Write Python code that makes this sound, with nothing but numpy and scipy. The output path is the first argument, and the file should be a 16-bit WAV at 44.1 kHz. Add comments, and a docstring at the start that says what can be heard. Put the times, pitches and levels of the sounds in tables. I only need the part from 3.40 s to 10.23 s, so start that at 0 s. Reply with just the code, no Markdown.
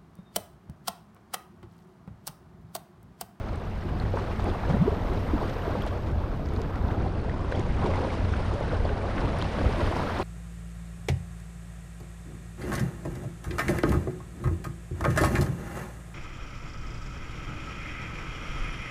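"""Waves lap a rock ledge for under 7 s: bubble swarms wash over wind rumble and a faint low drone throughout.
First a lone glug (a pitch-rising sine), then laps, slaps (short dull noise), plops and a glug cluster near 1.4 s.
A thin hiss swells near 2.2 s; calmer water follows, with close droplets (noise tick plus ringing sine) to 3.9 s.
From 4.1 s stronger laps, spatters (clustered ticks) and dense plops; foam and hiss rise to the end,
while the wind gusts hard near 6.3 s and then drops."""
import sys
import numpy as np
from scipy import signal
from scipy.fft import rfft, irfft, next_fast_len
from scipy.io import wavfile
from scipy.ndimage import map_coordinates

SR = 44100
rng = np.random.default_rng(int(sys.argv[2]) if len(sys.argv) > 2 else 0)


def pcm_store(signal):
    """Save signal as 16-bit PCM."""
    levels = np.round(np.clip(np.atleast_2d(signal), -1, 1) * 32767)
    wavfile.write(sys.argv[1], SR, levels.astype(np.int16).T)


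N = 301203

# water running over the ledge, base level: time_s, level_db
FLOW = [(0.0, -43.5), (0.3, -44.5), (1.25, -38), (1.86, -40), (2.28, -38), (2.57, -43.5), (3.04, -46),
        (3.52, -40.5), (4.17, -44), (4.53, -39), (5.48, -38.5), (6.05, -37.5), (6.58, -35.5), (6.83, -35)]
# waves lapping the rock, slosh at crest: crest_s, level_db, drain_s (of power)
LAPS = [(0.768, -32.5, 0.04), (1.08, -30.5, 0.053), (1.29, -35.5, 0.055), (1.52, -33.5, 0.016),
        (1.7, -34, 0.062), (2.02, -33, 0.095), (2.3, -37.5, 0.8), (3.12, -36, 0.11), (3.49, -35.5, 0.49),
        (4.17, -33, 0.084), (4.45, -27.5, 0.045), (4.61, -29.5, 0.05), (5.35, -33, 0.046),
        (5.81, -32, 0.04), (6.22, -35.5, 0.078), (6.42, -34, 0.06)]
# base level of the finest bubbles: time_s, level_db
FOAMING = [(0, -56), (.5, -54.5), (1.1, -51), (1.65, -51.5), (2.45, -52), (2.6, -55.5), (2.9, -57.5),
           (3.95, -55), (4.7, -48), (5.5, -50), (6.5, -44), (6.83, -45)]
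# spectra of big, middling and tiny bubbles and of fine spray: freq_hz, relative_db
SLOSH_SPECTRUM = [(90, 4), (160, 4.5), (220, 1.5), (330, -0.5), (500, -2), (700, -6), (950, -8.5),
                  (1600, -17), (3000, -62)]
WASH_SPECTRUM = [(300, -18), (550, 2), (800, -4), (1100, -5), (1600, -9), (2200, -20), (3000, -28),
                 (5000, -43), (9000, -96)]
FOAM_SPECTRUM = [(1200, 0.5), (2000, 3.5), (2700, 0), (4000, -4.5), (5000, -8.5), (6500, -16),
                 (7800, -21.5), (8600, -18), (10000, -24.5), (11500, -32.5), (13000, -48), (15500, -65)]
SPRAY_SPECTRUM = [(4000, -34), (7500, -7), (9000, 0), (10300, 2), (11500, -5), (12400, -7), (15600, -25)]
# wavelets slapping the stone: peak_s, rms_at_peak_db, centre_hz, rise_s
SLAPS = [(0.621, -30.5, 800, 0.0014), (0.744, -29, 700, 0.0012), (0.774, -30.5, 930, 0.0024),
         (0.792, -37, 1000, 0.0029), (0.997, -34, 800, 0.0031), (1.085, -30, 600, 0.0029),
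         (1.302, -36, 905, 0.004), (1.369, -31, 580, 0.0032), (1.467, -37, 1010, 0.0038),
         (1.652, -33, 640, 0.002), (2.354, -29, 633, 0.0019), (2.467, -27.5, 745, 0.00253),
         (2.565, -30, 450, 0.0025), (4.124, -32.5, 1250, 0.003), (4.395, -33, 696, 0.004),
         (4.43, -31.5, 830, 0.0093), (4.465, -32, 647, 0.0078), (4.533, -39, 750, 0.0029),
         (4.582, -29, 590, 0.0039), (4.635, -32, 680, .008), (4.939, -34, 1420, 0.0024),
         (5.21, -32, 550, 0.002), (5.454, -34, 606, 0.0019), (5.491, -35.5, 1400, .004),
         (5.643, -31, 650, 0.0016), (5.78, -30.5, 1380, .003), (5.839, -33, 500, 0.006),
         (6.217, -31, 750, 0.0048), (6.413, -31.5, 890, .005)]
# trapped air pockets: peak_s, peak_db, pitch_at_peak_hz, swell_s
GLUGS = [(0.459, -26, 313, 0.0033), (1.09, -20, 344, 0.0043), (1.311, -15, 168, 0.01),
         (1.347, -16, 206, 0.011), (1.372, -20, 150, .003), (1.425, -11.5, 182, 0.024),
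         (1.461, -20.5, 275, .007), (1.481, -13.5, 400, 0.006), (1.937, -14.5, 285, 0.0015),
         (1.953, -18, 245, 0.0016), (2.28, -23.5, 387, 0.0016), (4.195, -20.5, 337, 0.0045),
         (4.215, -24, 169, 0.011), (6.599, -23.5, 191.3, 0.012)]
# single bubbles pinching off: start_s, level_db, start_pitch_hz
PLOPS = [(.739, -17, 547), (.7565, -15, 406), (0.771, -21, 900), (.996, -25, 830), (1.156, -21, 705),
         (1.235, -20, 820), (1.284, -20, 524), (1.298, -16, 486), (1.369, -26, 980), (1.647, -22, 596),
         (1.827, -26, 950), (2.013, -20, 980), (2.051, -27, 370), (2.351, -19, 502), (3.488, -22, 880),
         (3.573, -26, 666), (4.122, -19, 510), (4.445, -18.5, 304), (4.457, -22, 950), (4.476, -19, 660),
         (4.529, -22, 500), (4.607, -22, 380), (4.648, -19, 500), (4.937, -24, 1440), (5.209, -21, 600),
         (5.278, -20, 450), (5.317, -24, 1320), (5.452, -17, 565), (5.57, -27, 1000), (5.641, -22, 680),
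         (5.69, -21, 590), (5.836, -22, 830), (5.945, -22, 920), (6.024, -21, 970), (6.21, -18.5, 476),
         (6.247, -21, 440), (6.289, -19, 390), (6.368, -23, 606), (6.414, -21, 600), (6.472, -20, 570),
         (6.525, -20, 1050), (6.698, -19, 1010), (6.796, -18, 334), (6.798, -18, 980)]
# droplets landing close by: start_s, level_db (before DROP_TRIM_DB), start_pitch_hz, decay_s
DROPS = [(.158, -34, 8100, 0.00048), (.6, -28, 4160, 0.0018), (1.043, -32, 8960, .0005),
         (1.1, -31, 3400, .002), (2.42, -25.5, 3200, 0.0013), (2.423, -37, 12000, .001),
         (2.465, -32, 9700, 0.0003), (2.475, -26, 3080, 0.00076), (3.059, -31.5, 5130, 0.00047),
         (3.088, -34, 6200, .0004), (3.137, -36, 11500, .0002), (3.163, -31, 4300, .0005),
         (3.217, -21, 5500, 0.000088), (3.356, -31, 1850, 0.0028), (3.64, -42, 11500, .0002),
         (3.896, -23.5, 1810, 0.0022), (4.151, -30, 3180, 0.0024), (4.196, -29, 6650, 0.00037),
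         (4.538, -25.5, 2030, 0.0035), (4.704, -22.5, 2190, 0.0018), (5.987, -30, 9500, 0.00036),
         (6.015, -23, 3060, 0.0019), (6.024, -17, 4260, 0.00036)]
# handfuls of spray falling back: peak_s, rms_at_peak_db, rise_s
SPATTERS = [(0.785, -54, .008), (1, -47, 0.006), (1.3, -47, 0.0094), (2.097, -47, .003),
            (2.476, -48, 0.0059), (2.67, -54, .012), (3.358, -52, 0.0033), (3.896, -53, .005),
            (4.119, -42.5, 0.0044), (4.16, -54, 0.0096), (4.194, -48, .002), (4.463, -46, 0.0072),
            (4.732, -48, .008), (5.138, -45.5, 0.0021), (5.808, -48, .004), (6.232, -46, .002),
            (6.41, -48, 0.0067)]
# spectrum of a spatter: freq_hz, relative_db
SPATTER_SPECTRUM = [(1000, -14), (2000, 7), (4000, 2.5), (6500, -6), (9000, -15.5), (15000, -33)]
# filter for bubbles bursting on the stone: freq_hz, gain_db (relative)
CRACKLE_SPECTRUM = [(2500, -10), (4500, 0), (9000, -4), (11500, -12), (15000, -22)]
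# breeze rumble before eddies: time_s, level_db
WIND = [(0, -33), (1.3, -30), (1.9, -29.5), (2.3, -33), (2.8, -30.5), (3.2, -30.5), (3.9, -30.5),
        (4.6, -28.5), (5.1, -29), (5.6, -30.5), (6.0, -29), (6.4, -34), (6.83, -39)]
# gusts on the microphone before colouring noise: crest_s, level_db
GUSTS = [(.47, -31), (.65, -27), (1.75, -28), (2.68, -30.5), (3.03, -27), (3.46, -25.5), (3.63, -24),
         (4.33, -25.5), (4.85, -27), (5.42, -27), (6.27, -22.5), (6.45, -26.5)]
# spectrum of the wind rumble: freq_hz, relative_db
RUMBLE_SPECTRUM = [(8, -19), (22, -2.5), (40, -0.5), (70, 0), (100, -2), (130, -8.5), (190, -12),
                   (300, -18), (700, -29), (2000, -100)]
# thin high hiss: time_s, level_db
HISS = [(0, -77.5), (2.2, -68.5), (2.7, -75.5), (3.54, -74), (3.65, -95), (4.4, -86), (4.6, -99),
        (5.7, -94), (6.6, -71)]
# spectrum of the hiss: freq_hz, relative_db
HISS_SPECTRUM = [(9000, -28), (11300, -7), (12000, 4), (13000, 2), (14000, -3), (15600, -9)]
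# drone tones: pitch_hz, level_db, wander_hz
DRONE = [(90.94, -39, 2.94), (211, -46.5, 1.656)]

# big and middling bubbles relative to FLOW; tiny ones relative to FOAMING
SLOSH_DB, WASH_DB, FOAM_DB = 3, -1.5, 2.5
# smaller bubbles stirred up by a lap, relative to its slosh
LAP_RISE_S, LAP_WASH_DB, LAP_FOAM_DB = 0.036, -36, -19.5
# unsteadiness: ripple for all bubbles, gurgle for big ones, chatter for middling ones
RIPPLE_SLOW_DB, RIPPLE_FAST_DB, GURGLE_DB, CHATTER_DB = .5, 0.75, 1.96, .5
# power share of near, separately heard bubbles
NEAR_SHARE, NEAR_BIG_SHARE = .17, .04
SLAP_CUT_RATIO = 2.05  # extra treble cut, in multiples of centre_hz
GLUG_FADE_S, GLUG_RISE_OCT_PER_S = .006, 22
PLOP_DECAY_CYCLES, PLOP_PHASE_RISE_PER_S = 2, 5.1
DROP_TRIM_DB, TICK_DB, TICK_DECAY_S = -4.5, -3.0, 0.0015
CRACKLE_DB = -23  # relative to FOAMING
GUST_RISE_S, GUST_FALL_S, EDDY_DB, EDDIES_PER_S = 0.036, 0.033, 1.5, 14
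TOP_HZ = 15700


def amp(db):
    """Decibels to gain."""
    return 10 ** (np.asarray(db) / 20)


def unit(x):
    """Scale to rms 1."""
    return x / np.sqrt(np.mean(x ** 2) + 1e-20)


def curve(rows):
    """(time_s, value) rows to one value per sample."""
    time_s, value = np.transpose(rows)
    return np.interp(np.arange(N) / SR, time_s, value)


def wobble(knots_per_s):
    """Smooth random curve through normal knots."""
    knots = rng.standard_normal(int(N * knots_per_s / SR) + 4)
    return map_coordinates(knots, [np.arange(N) * knots_per_s / SR])


def filtered(x, response):
    """Apply a gain that is a function of frequency."""
    size = next_fast_len(N + 8192)
    gain = response(np.fft.rfftfreq(size, 1 / SR))
    return irfft(rfft(x, size) * gain, size)[:N]


def coloured(x, spectrum):
    """Filter by (freq_hz, db) points, log-interpolated; rms 1."""
    freq_hz, db = np.transpose(spectrum)
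    return unit(filtered(x, lambda hz: amp(np.interp(np.log(hz + 1), np.log(freq_hz), db))))


def noise():
    """White noise."""
    return rng.standard_normal(N)


def swell(crest_s, db, rise_s, fall_s):
    """Power of a surge: Gaussian rise, exponential fall."""
    t = np.arange(N) / SR - crest_s
    exponent = np.where(t < 0, (t / rise_s) ** 2, np.abs(t / fall_s))
    return amp(db) ** 2 * np.exp(-exponent)


def bubbles(count, low_hz, high_hz, cycles, spread_db, rise, size):
    """Swarm of damped bubble tones rising in pitch, at random times; rms 1."""
    when, pitch, life, strength, turn = rng.random((count, 5)).T[:, :, None]
    hz = low_hz * (high_hz / low_hz) ** pitch
    decay_s = cycles * 2 ** (2 * life - 1) / hz
    t = np.arange(size) / SR
    age = t / decay_s
    gain = amp(-spread_db * np.log(1 - .98 * strength)) * hz  # a few stand far out
    tone = np.sin(2 * np.pi * hz * t * (1 + rise * age / (2 + age)))
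    envelope = np.exp(-age) * (1 - np.exp(-2 * t * hz))
    grains = gain * np.sign(turn - .5) * tone * envelope
    index = (when * N).astype(int) + np.arange(size)
    return unit(np.bincount(index.ravel(), grains.ravel(), N)[:N])


def froth(swarm, share, spectrum):
    """Single bubbles standing out of a noise blur of farther ones; rms 1."""
    share = np.clip(share, 0, 1)
    return coloured(np.sqrt(share) * swarm + np.sqrt(1 - share) * noise(), spectrum)


def water():
    """Flow and laps stir bubbles: big ones slosh, middling ones chatter, tiny ones fizz; ripples shake all."""
    flow_db = curve(FLOW)
    lap_power = sum(swell(s, db, LAP_RISE_S, drain_s) for s, db, drain_s in LAPS)

    def stirred(steady_db, lap_db):
        """Add steady and lap power; return gain."""
        return np.sqrt(amp(steady_db) ** 2 + amp(lap_db) ** 2 * lap_power)

    slosh_gain = stirred(flow_db + SLOSH_DB + GURGLE_DB * wobble(12), 0)
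    wash_gain = stirred(flow_db + WASH_DB + CHATTER_DB * wobble(25), LAP_WASH_DB)
    foam_gain = stirred(curve(FOAMING) + FOAM_DB, LAP_FOAM_DB)
    big = bubbles(count=700, low_hz=250, high_hz=1100, cycles=3, spread_db=1, rise=0.22, size=2000)
    middling = bubbles(count=3000, low_hz=600, high_hz=3600, cycles=3.4, spread_db=2, rise=.1, size=900)
    small = bubbles(count=5000, low_hz=1800, high_hz=13000, cycles=4, spread_db=3.3, rise=.06, size=500)
    slosh = slosh_gain * froth(big, NEAR_BIG_SHARE, SLOSH_SPECTRUM)
    wash = wash_gain * froth(middling, NEAR_SHARE, WASH_SPECTRUM)
    foam = foam_gain * froth(small, NEAR_SHARE, FOAM_SPECTRUM)
    # fine spray grows faster than the foam
    spray = amp(45.5) * foam_gain ** 2.72 * coloured(noise(), SPRAY_SPECTRUM)
    ripple = amp(RIPPLE_SLOW_DB * wobble(20) + RIPPLE_FAST_DB * wobble(90))
    return ripple * (slosh + wash + foam + spray)


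def slaps():
    """A wavelet meets stone: band-shaped noise that starts fast and dies more slowly."""
    out, t = np.zeros(N + SR), np.arange(SR // 5) / SR
    hz = np.fft.rfftfreq(len(t), 1 / SR)
    for peak_s, db, centre_hz, rise_s in SLAPS:
        band = (hz / centre_hz) ** 2 / (1 + (hz / centre_hz) ** 4)
        dulling = 1 / (1 + (hz / (SLAP_CUT_RATIO * centre_hz)) ** 4)
        splash = unit(irfft(rfft(rng.standard_normal(len(t))) * band * dulling, len(t)))
        envelope = t / rise_s * np.exp(1 - t / rise_s)
        out[round((peak_s - rise_s) * SR):][:len(t)] += amp(db) * splash * envelope
    return out[:N]


def glugs():
    """An air pocket swells into ringing and rises in pitch as the water squeezes it."""
    out = np.zeros(N)
    half = SR // 16
    t = np.arange(-half, half) / SR
    for peak_s, db, hz, swell_s in GLUGS:
        envelope = np.exp(-np.abs(t / np.where(t < 0, swell_s, GLUG_FADE_S)) ** 1.13)
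        cycles = np.cumsum(hz * 2 ** (GLUG_RISE_OCT_PER_S * t)) / SR
        tone = np.sin(2 * np.pi * (cycles + rng.random()))
        out[round(peak_s * SR) - half:][:len(t)] += amp(db) * envelope * tone
    return out


def plops():
    """A large bubble pinches off nearby and rings a few cycles, rising in pitch."""
    out, t = np.zeros(N + SR), np.arange(SR // 25) / SR
    for start_s, db, hz in PLOPS:
        tone = np.sin(2 * np.pi * hz * t * (1 + PLOP_PHASE_RISE_PER_S * t))
        envelope = np.exp(-t * hz / PLOP_DECAY_CYCLES) * (1 - np.exp(-2 * t * hz))
        out[round(start_s * SR):][:len(t)] += amp(db) * tone * envelope
    return out[:N]


def drops():
    """A droplet lands with a soft tick, brighter with pitch up to a limit, and rings one tiny bubble."""
    out, t = np.zeros(N + SR), np.arange(SR // 40) / SR
    onset = 1 - np.exp(-t / .0001)
    for start_s, db, hz, decay_s in DROPS:
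        soften = signal.butter(2, min(0.88 * hz, SR / 3), fs=SR)
        dull_noise = signal.lfilter(*soften, rng.standard_normal(len(t)))
        tick = amp(TICK_DB) * dull_noise * np.exp(-t / TICK_DECAY_S)
        ring = np.sin(2 * np.pi * hz * t * (1 + 6 * t)) * np.exp(-t / decay_s)
        out[round(start_s * SR):][:len(t)] += amp(db + DROP_TRIM_DB) * (tick + ring) * onset
    return filtered(out[:N], lambda hz: 1 / (1 + (hz / 14500) ** 6))


def spatters():
    """Spray lands as tight clusters of tiny ticks that blend into short splashes."""
    t = np.arange(N) / SR
    ticks = bubbles(count=12000, low_hz=1200, high_hz=13000, cycles=2, spread_db=2, rise=.05, size=300)
    envelope = np.zeros(N)
    for peak_s, db, rise_s in SPATTERS:
        age = np.maximum((t - peak_s) / rise_s + 1, 0)
        envelope += amp(db) * age * np.exp(1 - age)
    return envelope * froth(ticks, .6, SPATTER_SPECTRUM)


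def crackle():
    """Tiny bubbles burst on wet stone, faint, following the foam level."""
    pops = bubbles(count=700, low_hz=3500, high_hz=12000, cycles=1.2, spread_db=3, rise=.05, size=200)
    return amp(curve(FOAMING) + CRACKLE_DB) * coloured(pops, CRACKLE_SPECTRUM)


def wind():
    """Eddies buffet the microphone as low noise; gusts add power to the breeze."""
    gust_power = sum(swell(s, db, GUST_RISE_S, GUST_FALL_S) for s, db in GUSTS)
    breeze = amp(curve(WIND) + EDDY_DB * wobble(EDDIES_PER_S))
    return np.sqrt(breeze ** 2 + gust_power) * coloured(noise(), RUMBLE_SPECTRUM)


def hiss():
    """Thin noise at the very top swells and fades."""
    return amp(curve(HISS)) * coloured(noise(), HISS_SPECTRUM)


def drone():
    """Low sines, like a far boat, wavering in pitch and slightly in level."""
    out = np.zeros(N)
    for hz, db, wander_hz in DRONE:
        level = amp(db + 0.27 * wobble(1.84))
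        cycles = np.cumsum(hz + wander_hz * wobble(12)) / SR
        out += level * unit(np.sin(2 * np.pi * cycles))
    return out


def scene():
    """Sum all sources at one microphone."""
    lapping = water() + slaps() + glugs() + plops()
    spray = drops() + spatters() + crackle()
    background = wind() + hiss() + drone()
    return (lapping + spray + background)[None]


def record(dry):
    """Cut everything from TOP_HZ up."""
    return np.array([filtered(channel, lambda hz: hz < TOP_HZ) for channel in dry])


dry = scene()
out = record(dry)
pcm_store(out)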